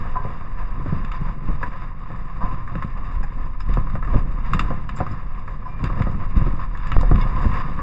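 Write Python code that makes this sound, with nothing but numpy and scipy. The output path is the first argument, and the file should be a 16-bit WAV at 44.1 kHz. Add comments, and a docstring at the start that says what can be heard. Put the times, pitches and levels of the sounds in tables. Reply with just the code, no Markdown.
"""An earthquake rumbles under a house and its yard, rolling and lurching.
The swaying walls boom and thud; panes and panels rattle, tap and scrape, sashes judder and doors knock.
Strained siding cracks, and metal fittings clink and squeak.
It is all heard from a small outdoor camera that is jolted on its mount:
its hollow case colours everything, and the heaviest hits overload it."""
import sys
import numpy as np
from scipy import signal
from scipy.fft import rfft, irfft
from scipy.io import wavfile
from scipy.ndimage import uniform_filter1d

SR = 44100
rng = np.random.default_rng(int(sys.argv[2]) if len(sys.argv) > 2 else 0)


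def dump_mix(stems):
    """Bounce the given channels to the path in sys.argv[1] as a 16-bit WAV at rate SR."""
    frames = np.atleast_2d(stems).T  # one column per channel
    limited = np.clip(frames, -1, 1)  # hard clip at full scale
    pcm = np.round(limited * 32767).astype(np.int16)
    wavfile.write(sys.argv[1], SR, pcm)


N = 344862
HIT_SAMPLES = 12000


def gain_of(db):
    """Decibels to a factor."""
    return 10 ** (np.asarray(db) / 20)


def unit_rms(x):
    """Scales to an rms of 1."""
    return x / np.sqrt(np.mean(x ** 2) + 1e-20)


def at_peak(x, db):
    """Scales to a peak of db."""
    return gain_of(db) * x / abs(x).max()


def at_rms(x, db, length):
    """Scales so that the first length seconds have an rms of db."""
    return gain_of(db) * x / np.std(x[:int(length * SR)])


def ride(x, t, level_db, span_s):
    """Rides the fader so that the rms of x, taken over span_s, follows a level curve."""
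    width = max(int(span_s * SR), 2)
    x = unit_rms(x)
    power = uniform_filter1d(uniform_filter1d(x ** 2, width), width)
    return gain_of(np.interp(np.arange(N) / SR, t, level_db)) * x / np.sqrt(abs(power) + 1e-6)


def add(mix, s, sound):
    """Mixes a sound in at time s."""
    part = mix[max(round(s * SR), 0):][:len(sound)]
    part += sound[:len(part)]


def curve(points, hz):
    """Gain in dB of an EQ curve drawn on a log-frequency axis."""
    f, db = np.transpose(points)
    return np.interp(np.log(hz + 1), np.log(f), db)


def resonances(modes, hz):
    """Gain in dB of a set of peaks and dips."""
    return sum(db / (1 + (2 * (hz - f) / width) ** 2) for f, width, db in modes)


def hump(hz, centre_hz, fall_db):
    """A broad peak in dB whose flanks fall by fall_db per octave."""
    return -fall_db * (np.hypot(np.log2(hz / centre_hz), 1) - 1)


def eq(x, db_at, size=8192):
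    """Minimum-phase filter whose gain in dB is the function db_at(Hz)."""
    hz = abs(np.fft.fftfreq(size, 1 / SR)) + 1
    log_gain = np.log(gain_of(np.maximum(db_at(hz), -100)))
    response = np.exp(np.conj(signal.hilbert(log_gain)))
    taps = np.fft.ifft(response).real[:size // 2]
    return signal.oaconvolve(x, taps)[:len(x)]


def contacts(per_s, spread_db, count=N):
    """Random impacts of uneven strength."""
    size = gain_of(spread_db * np.minimum(rng.exponential(1, count), 4))
    return size * rng.choice([-1, 1], count) * (rng.random(count) < per_s / SR)


def scatter(x, t60):
    """Chatter, or diffuse echoes between house and rock face: the energy of x dies away as noise."""
    keep = np.exp(-2 * np.log(1000) / (max(t60, .005) * SR))
    energy = signal.lfilter([1 - keep], [1, -keep], x ** 2)
    return np.sqrt(abs(energy)) * rng.standard_normal(len(x))


def blow(t60, chatter_db, echo_db):
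    """One impact, the quick chatter of the part that it strikes, and its echo."""
    force = signal.unit_impulse(HIT_SAMPLES)
    force = force + gain_of(chatter_db) * scatter(force, t60)
    return force + gain_of(echo_db) * scatter(force, t60=0.12)


def slide(length, per_s, spread_db, echo_db):
    """A run of slips that swells and fades, and its echo."""
    count = int(length * SR)
    slips = contacts(per_s, spread_db, count) * signal.windows.tukey(count, .3)
    slips = np.pad(slips, (0, SR // 5))
    return slips + gain_of(echo_db) * scatter(slips, t60=0.38)


def ring(hz, t60, db):
    """One mode of a struck part, dying away from a peak of db."""
    t = np.arange(HIT_SAMPLES) / SR
    return gain_of(db - 60 * t / t60) * np.sin(2 * np.pi * hz * t)


def trimmed_ring(hz, t60, db):
    """A mode trimmed by the gain that the camera will give its pitch."""
    return ring(hz, t60, db - resonances(CAMERA_EQ, hz))


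# sub-bass tone of the ground: f/Hz, gain/dB
GROUND_EQ = [(3, -12), (8, 6.5), (20, 1), (33, -6), (45, -7.5), (65, -32.5), (110, -31.5), (300, -91.5)]
# shudder of the ground and foundations: f/Hz, width/Hz, gain/dB
SHUDDER_MODE = [(34, 8, 7)]

def ground(t, level_db):
    """The deep rolling of the ground, with a fairly regular shudder in it."""
    hz = np.fft.rfftfreq(N, 1 / SR)
    gain = gain_of(curve(GROUND_EQ, hz) + resonances(SHUDDER_MODE, hz))
    roll = irfft(rfft(rng.standard_normal(N)) * gain, N)
    return ride(roll, t, level_db, span_s=0.038)


# boomy body of the walls: f/Hz, gain/dB
WALL_EQ = [(30, -23.5), (55, 0), (85, 2.5), (150, -0.5), (210, -7.5), (300, -16), (420, -27), (800, -41.5),
           (2000, -86)]

def walls(t, level_db):
    """Many soft bumps run together into the boom of the walls."""
    boom = eq(contacts(per_s=450, spread_db=2.5), lambda hz: curve(WALL_EQ, hz))
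    return ride(boom, t, level_db - 0.5, span_s=0.057)


# midrange tone of loose panels: f/Hz, gain/dB
PANEL_EQ = [(100, -27), (300, 4.5), (600, -2), (850, -2), (1450, -5.5), (2200, -2.5), (2900, -13.5),
            (4000, -23), (5600, -31.5), (9000, -46.5)]

def rattle(t, level_db):
    """Loose panes and panels, from dull to bright, each chatter at random."""
    out = np.zeros(N)
    for centre_hz in np.geomspace(550, 2600, 8):
        taps = contacts(per_s=70, spread_db=3.0)
        taps += gain_of(5.0) * scatter(taps, t60=0.17)
        out += eq(taps, lambda hz: curve(PANEL_EQ, hz) + hump(hz, centre_hz, fall_db=6.5))
    return ride(out, t, level_db - 9.5, span_s=0.11)


# gritty top end of small contacts: f/Hz, gain/dB
TICK_EQ = [(500, -20), (1500, -1.5), (2700, 6), (3700, -3.5), (5500, -13), (7500, -13), (9000, -26.5)]

def ticking(t, level_db):
    """Small hard contacts tick over the rattle."""
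    taps = contacts(per_s=630, spread_db=-2.0)
    taps += gain_of(7.5) * scatter(taps, t60=0.06)
    grit = eq(taps, lambda hz: curve(TICK_EQ, hz))
    return ride(grit, t, level_db + 3.5, span_s=0.28)


def pane_taps(t, level_db, count=170, middle_hz=1109.5, spread_octaves=.42, spread_db=1.5):
    """Single taps of loose panes poke out of the rattle, each at its own pitch."""
    out = np.zeros(N)
    times = rng.random(count) * N / SR
    for s, (size, pitch) in zip(times, rng.standard_normal((count, 2))):
        db = np.interp(s, t, level_db) + spread_db * np.tanh(size)
        add(out, s, ring(middle_hz * 2 ** (spread_octaves * pitch), t60=0.051, db=db))
    return out


# sash judder cues: t/s, length/s, relative level/dB, centre f/Hz
JUDDER_CUES = [(0.143, 0.034, -23, 817), (0.581, 0.041, -35, 1070), (2.401, 0.033, -26.5, 800),
               (5.648, 0.035, -33.5, 1020)]
# ring of the sash frames: f/Hz, width/Hz, gain/dB before scaling by emphasis
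SASH_MODES = [(410, 50, 10.5), (725, 88, 7), (1011, 51, 7), (1584, 59, 10)]

def sash_judders(emphasis=1.55):
    """A sash catches again and again in its track and keeps its frame ringing."""
    out = np.zeros(N)
    for s, length, db, centre_hz in JUDDER_CUES:
        slips = slide(length, per_s=710, spread_db=-0.5, echo_db=-0.5)
        frame = eq(slips, lambda hz: emphasis * resonances(SASH_MODES, hz) + hump(hz, centre_hz, 20.0))
        add(out, s, at_rms(frame, db - 16.5, length))
    return out


# door and frame hits: t/s, relative level/dB, hardness as tilt/(dB per octave), ring f/Hz, chatter t60/s
KNOCK_CUES = [(0.248, -37.5, -19, 440, 0.11), (0.863, -33.5, -2, 988, 0.034), (0.929, -34, -5.5, 412, 0.04),
              (1.63, -30, 9, 1678, 0.015), (1.633, -27, 8.5, 980, 0.083), (2.104, -40, -8, 555, 0.071),
              (2.677, -33, 14, 1192, 0.039), (2.754, -32.5, 2, 560, 0.015), (2.824, -30, 8, 1292, 0.025),
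              (2.835, -40, 8, 1010, 0.011), (3.23, -38, 10, 1614, 0.028), (3.238, -34.5, 16, 816, 0.044),
              (3.772, -27.5, -9, 520, 0.03), (3.871, -38, 2, 1200, 0.02), (3.954, -29, -1, 1230, 0.036),
              (4.027, -34.5, 7, 1314, 0.046), (4.048, -38.5, 10, 1760, 0.028), (4.075, -35, 2, 1225, 0.054),
              (4.142, -32, -5, 580, 0.12), (4.453, -38, 15, 1180, 0.071), (4.705, -27.5, -6, 538, 0.054),
              (5.004, -23, -7.5, 742, 0.076), (5.066, -33, 8, 1260, 0.036), (5.478, -35.5, 7, 1100, 0.042),
              (5.838, -38.5, 3.5, 1150, 0.028), (5.9, -31.5, -4, 1115, .04), (6.003, -29, -7, 520, 0.04),
              (6.069, -29, -7, 1236, 0.054), (6.414, -36, -2, 343, 0.18), (6.466, -34.5, -18, 350.5, 0.14),
              (6.751, -35, 12, 1155, 0.066), (6.966, -23.5, -9.5, 307, 0.02),
              (7.032, -28.5, -3.5, 520, 0.043), (7.114, -22.5, -5.5, 337, 0.037),
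              (7.117, -31, -2, 1015, 0.02), (7.265, -35.5, 0, 1190, 0.012), (7.791, -28.5, 0, 1125, 0.34)]
# body of a door: f/Hz, gain/dB
DOOR_EQ = [(90, -10), (220, 8.5), (480, -2.5), (750, -4.5), (1030, -12), (1650, -6.5), (2200, -16),
           (3000, -33.5), (5000, -44)]

def door_knocks(ring_on_s=0.037, overtone_ratio=1.53):
    """Doors and frames hit their stops: a clack, brighter for a harder contact, and a hollow ring."""
    out = np.zeros(N)
    for s, db, tilt_db, ring_hz, t60 in KNOCK_CUES:
        force = blow(t60, chatter_db=5, echo_db=-5)
        force = eq(force, lambda hz: tilt_db * np.log2(np.clip(hz, 700, 2000) / 1000))
        clack = eq(force, lambda hz: curve(DOOR_EQ, hz))
        clack = at_rms(clack, db - 10 - 0.39 * tilt_db, length=0.031)
        hollow = trimmed_ring(ring_hz, t60 + ring_on_s, db + 2)
        overtone = trimmed_ring(overtone_ratio * ring_hz, t60 + ring_on_s, db - 10.5)
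        add(out, s, clack + hollow + overtone)
    return out


# heavy wall hits: t/s, relative level/dB, f/Hz
THUD_CUES = [(0.249, -26, 107), (0.798, -29.5, 283), (0.86, -22, 255), (0.925, -15.5, 148),
             (0.93, -26, 39.3), (1.215, -21, 156), (1.485, -14, 37.4), (2.103, -30.5, 146),
             (2.435, -17, 32.5), (2.53, -22, 148), (2.755, -20, 193), (2.847, -25.5, 173),
             (3.692, -12, 34.3), (3.777, -17.5, 136), (3.942, -18, 106), (4.137, -9.5, 41),
             (4.159, -21, 126.5), (4.547, -10.5, 73), (4.704, -24, 169), (5.005, -17.5, 133),
             (5.109, -19, 92.6), (5.837, -14.5, 117), (6.002, -14.5, 104.5), (6.07, -22, 166),
             (6.369, -11, 40.5), (6.415, -15, 104), (6.466, -15.5, 45), (6.964, -15, 151),
             (7.111, -11.5, 49.7), (7.139, -8, 83.7), (7.454, -12.5, 88)]

def wall_thuds(decay_cycles=0.88, attack_s=0.0023):
    """A wall is shoved: one low swing that dies in a few cycles, with a dull clatter."""
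    out, t = np.zeros(N), np.arange(HIT_SAMPLES) / SR
    for s, db, hz in THUD_CUES:
        envelope = np.exp(-hz * t / decay_cycles) * (1 - np.exp(-t / attack_s))
        swing = np.sin(2 * np.pi * hz * t) * envelope
        clatter = eq(blow(t60=0.097, chatter_db=8.5, echo_db=-7.5), lambda f: curve(WALL_EQ, f))
        add(out, s, at_peak(clatter, db - 3.5) + at_peak(swing, db - 2.0))
    return out


# panel scrape cues: t/s, length/s, level/dB
SCRAPE_CUES = [(0.865, 0.18, -52.5), (1.109, 0.067, -47), (1.742, 0.12, -54), (3.678, 0.063, -50),
               (3.896, 0.011, -48), (4.441, 0.053, -50), (4.589, 0.025, -42), (4.888, 0.014, -49),
               (4.964, 0.057, -46.5), (5.057, 0.024, -52.5), (5.103, 0.072, -52.5), (5.833, 0.052, -45),
               (5.99, 0.016, -45), (6.451, 0.07, -51.5), (6.586, 0.063, -49), (6.77, 0.22, -50),
               (6.937, 0.09, -49.5), (7.529, 0.1, -42.5)]

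def panel_scrapes():
    """Panels grind on each other in dense, gritty slips."""
    out = np.zeros(N)
    for s, length, db in SCRAPE_CUES:
        slips = slide(length, per_s=1000, spread_db=1.5, echo_db=-1.5)
        grind = eq(slips, lambda hz: hump(hz, centre_hz=1510, fall_db=12.5) + 0.43 * curve(PANEL_EQ, hz))
        add(out, s, at_rms(grind, db - .5, length))
    return out


# siding crack cues: t/s, relative level/dB, tilt/(dB per octave)
CRACK_CUES = [(1.047, -33.5, -4.5), (1.1172, -29.5, -6.5), (2.754, -34, -7.5), (2.825, -34.5, -5.5),
              (3.6044, -33.5, -6), (3.737, -34, -1), (4.5341, -18.5, -3.5), (4.593, -16.5, -1),
              (4.891, -28.5, -5), (5.84, -26.5, -1.5), (6.0201, -24, -6.5), (6.369, -36, -1.5),
              (6.773, -37.5, -3.5), (6.87, -36, 2.5), (6.9177, -17.5, -7.5), (7.1568, -29, -6.5)]
# bite of the snap: f/Hz, gain/dB
SNAP_EQ = [(300, -25.5), (800, -17), (1300, 0.5), (1900, 4.5), (2600, 8.5), (3700, 0), (5500, -14.5),
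           (7500, -6.5), (9000, -29.5)]

def siding_cracks(board_hz=1335, attack_s=.001):
    """Strained siding slips with a short bright snap that rings its board."""
    out = np.zeros(N)
    letting_go = np.minimum(np.arange(HIT_SAMPLES) / SR / attack_s, 1)
    for s, db, tilt_db in CRACK_CUES:
        force = blow(t60=.02, chatter_db=4, echo_db=-7.5) * letting_go
        snap = eq(force, lambda hz: curve(SNAP_EQ, hz) + tilt_db * np.log2(hz / 2500))
        board = trimmed_ring(board_hz, t60=.02, db=db - 2)
        add(out, s, at_rms(snap, db - 15.0, length=0.022) + board)
    return out


# metal clink cues: t/s, level/dB, centre f/Hz
CLINK_CUES = [(3.232, -63, 7600), (3.604, -57.5, 4800), (4.963, -57, 7000), (5.115, -64, 5400),
              (7.212, -40, 2680)]
# ring of the fittings: f/Hz, width/Hz, gain/dB
FITTING_MODES = [(1690, 27, 19.5), (2190, 100, 25.5), (2800, 93, 16.5), (3500, 40, 13), (5080, 98, 18),
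                 (5330, 82, 9.5), (7120, 150, 15)]

def fitting_clinks():
    """Loose metal fittings touch, chatter briefly and ring on."""
    out = np.zeros(N)
    for s, db, centre_hz in CLINK_CUES:
        force = blow(t60=0.038, chatter_db=14, echo_db=-7)
        ringing = eq(force, lambda hz: resonances(FITTING_MODES, hz) + hump(hz, centre_hz, fall_db=36.0))
        add(out, s, at_rms(ringing, db, length=0.02))
    return out


# bumps of the camera's mount: t/s, length/s, peak level/dB
JOLT_CUES = [(4.154, 0.00895, -4.5), (6.367, 0.0113, -7), (6.965, 0.0219, 4), (7.463, 0.01, -4.5)]

def mount_jolts():
    """Each jerk of the mount gives the microphone one big one-sided push."""
    out = np.zeros(N)
    for s, length, db in JOLT_CUES:
        add(out, s, gain_of(db) * signal.windows.tukey(int(length * SR), .6))
    return out


# thin squeaks and pings: t/s, length/s, level/dB, f/Hz, width/Hz
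SQUEAK_CUES = [(4.953, 0.049, -56.5, 7340, 89), (5.64, 0.08, -73, 5250, 160),
               (5.662, 0.17, -52.5, 2380, 5.3)]

def metal_squeaks():
    """Rubbing excites one narrow, wavering ring of the metal."""
    out = np.zeros(N)
    for s, length, db, hz, width_hz in SQUEAK_CUES:
        wander = np.sqrt(width_hz * SR / (2 * np.pi)) * rng.standard_normal(int(length * SR))
        pitch_hz = hz + uniform_filter1d(wander, size=60)
        tone = np.sin(2 * np.pi * np.cumsum(pitch_hz) / SR)
        add(out, s, gain_of(db) * tone * signal.windows.tukey(len(tone), .5))
    return out


def fits(t, spread_db, length_s):
    """A level in dB that rises and falls at random, in fits of about length_s."""
    width = max(int(length_s / t[1]), 2)
    drift = uniform_filter1d(rng.standard_normal(len(t)), width)
    return spread_db * unit_rms(uniform_filter1d(drift, width // 2))


def lurches(t, bed_db, lurch_db, db_per_octave, rise_s, fall_s, pivot_hz=60):
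    """Level in dB: the bed plus a swell that builds up to each thud and dies away after it."""
    power = gain_of(bed_db) ** 2
    for s, db, hz in THUD_CUES:
        crest = gain_of(db + lurch_db + db_per_octave * np.log2(hz / pivot_hz))
        swell = np.exp(-np.maximum((s - t) / rise_s, (t - s) / fall_s))
        power = power + (crest * swell) ** 2
    return 10 * np.log10(power)


def heave_gain(t, wall_db, coupling=0.47):
    """Loose parts rattle harder on each heave of the walls and ease off between heaves."""
    level_db = np.interp(np.arange(N) / SR, t, wall_db)
    heave_db = level_db - uniform_filter1d(level_db, size=SR // 2)
    return gain_of(coupling * heave_db)


# slow arc of the quake: t/s, ground level/dB, house sway/dB
QUAKE_ARC = [(0.0, -20, 3.5), (0.4, -25, -0.5), (0.6, -19, 0.5), (1.201, -23, -1.5), (1.701, -24, 0),
             (1.97, -28.5, -3.5), (2.25, -24, -1), (3.05, -22.5, 0), (3.52, -21, -3.5), (4.15, -22, 0),
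             (4.75, -20, 2), (5.12, -25.5, -4), (5.35, -23.5, -2.5), (5.72, -25.5, -1), (6.15, -19, 4),
             (6.749, -22.5, -1), (7.1, -12.5, 4), (7.5, -19.5, 8.5), (7.82, -20.5, 3)]

def scene():
    """The ground rolls and lurches; the swaying house booms, rattles and ticks. Mono."""
    t = np.arange(0, N, 128) / SR
    s, roll_db, sway_db = np.transpose(QUAKE_ARC)
    sway_db = np.interp(t, s, sway_db)
    # the low end throbs unevenly; loose parts go in shorter fits and starts
    roll_db = np.interp(t, s, roll_db) + fits(t, spread_db=1.48, length_s=0.093)
    boom_db = -35.5 + 1.21 * sway_db + fits(t, spread_db=2, length_s=0.093)
    loose_db = sway_db + fits(t, spread_db=2, length_s=0.045)
    # slow swings go to the ground, quick ones to the walls
    ground_db = lurches(t, roll_db, lurch_db=-7.5, db_per_octave=-5.5, rise_s=0.024, fall_s=0.16)
    wall_db = lurches(t, boom_db, lurch_db=-13, db_per_octave=2.5, rise_s=0.041, fall_s=0.094)
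    rumble = ground(t, ground_db) + walls(t, wall_db) + wall_thuds() + mount_jolts()
    clatter = rattle(t, -41.5 + 0.86 * loose_db) + ticking(t, -66 + 0.96 * loose_db)
    hits = pane_taps(t, -52 + loose_db) + door_knocks() + fitting_clinks() + siding_cracks()
    friction = panel_scrapes() + sash_judders() + metal_squeaks()
    return (rumble + clatter * heave_gain(t, wall_db) + hits + friction)[None]


# boxy peaks of the camera case, and two narrow notches from the microphone's processing:
# f/Hz, width/Hz, gain/dB
CAMERA_EQ = [(527, 108, 8.5), (712, 39, 7.5), (1034.4, 211, 17), (1230.5, 198, 12), (1740, 324, 8),
             (2743, 130, 4.5), (3178, 85, -35), (3680, 230, 8.5), (4364, 730, -7.5), (4847, 515, 14),
             (6370, 130, -21), (7080, 650, 3)]

def record(dry, ceiling=.705, cutoff_hz=8500):
    """The case rings, processing cuts two notches, the input overloads and the top is filtered off."""
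    boxy = eq(dry[0], lambda hz: resonances(CAMERA_EQ, hz))
    clipped = np.clip(boxy, -ceiling, ceiling)
    lowpass = signal.firwin(161, cutoff_hz, window=("kaiser", 9), fs=SR)
    return signal.oaconvolve(clipped, lowpass, "same")[None]


dry = scene()
out = record(dry)
dump_mix(out)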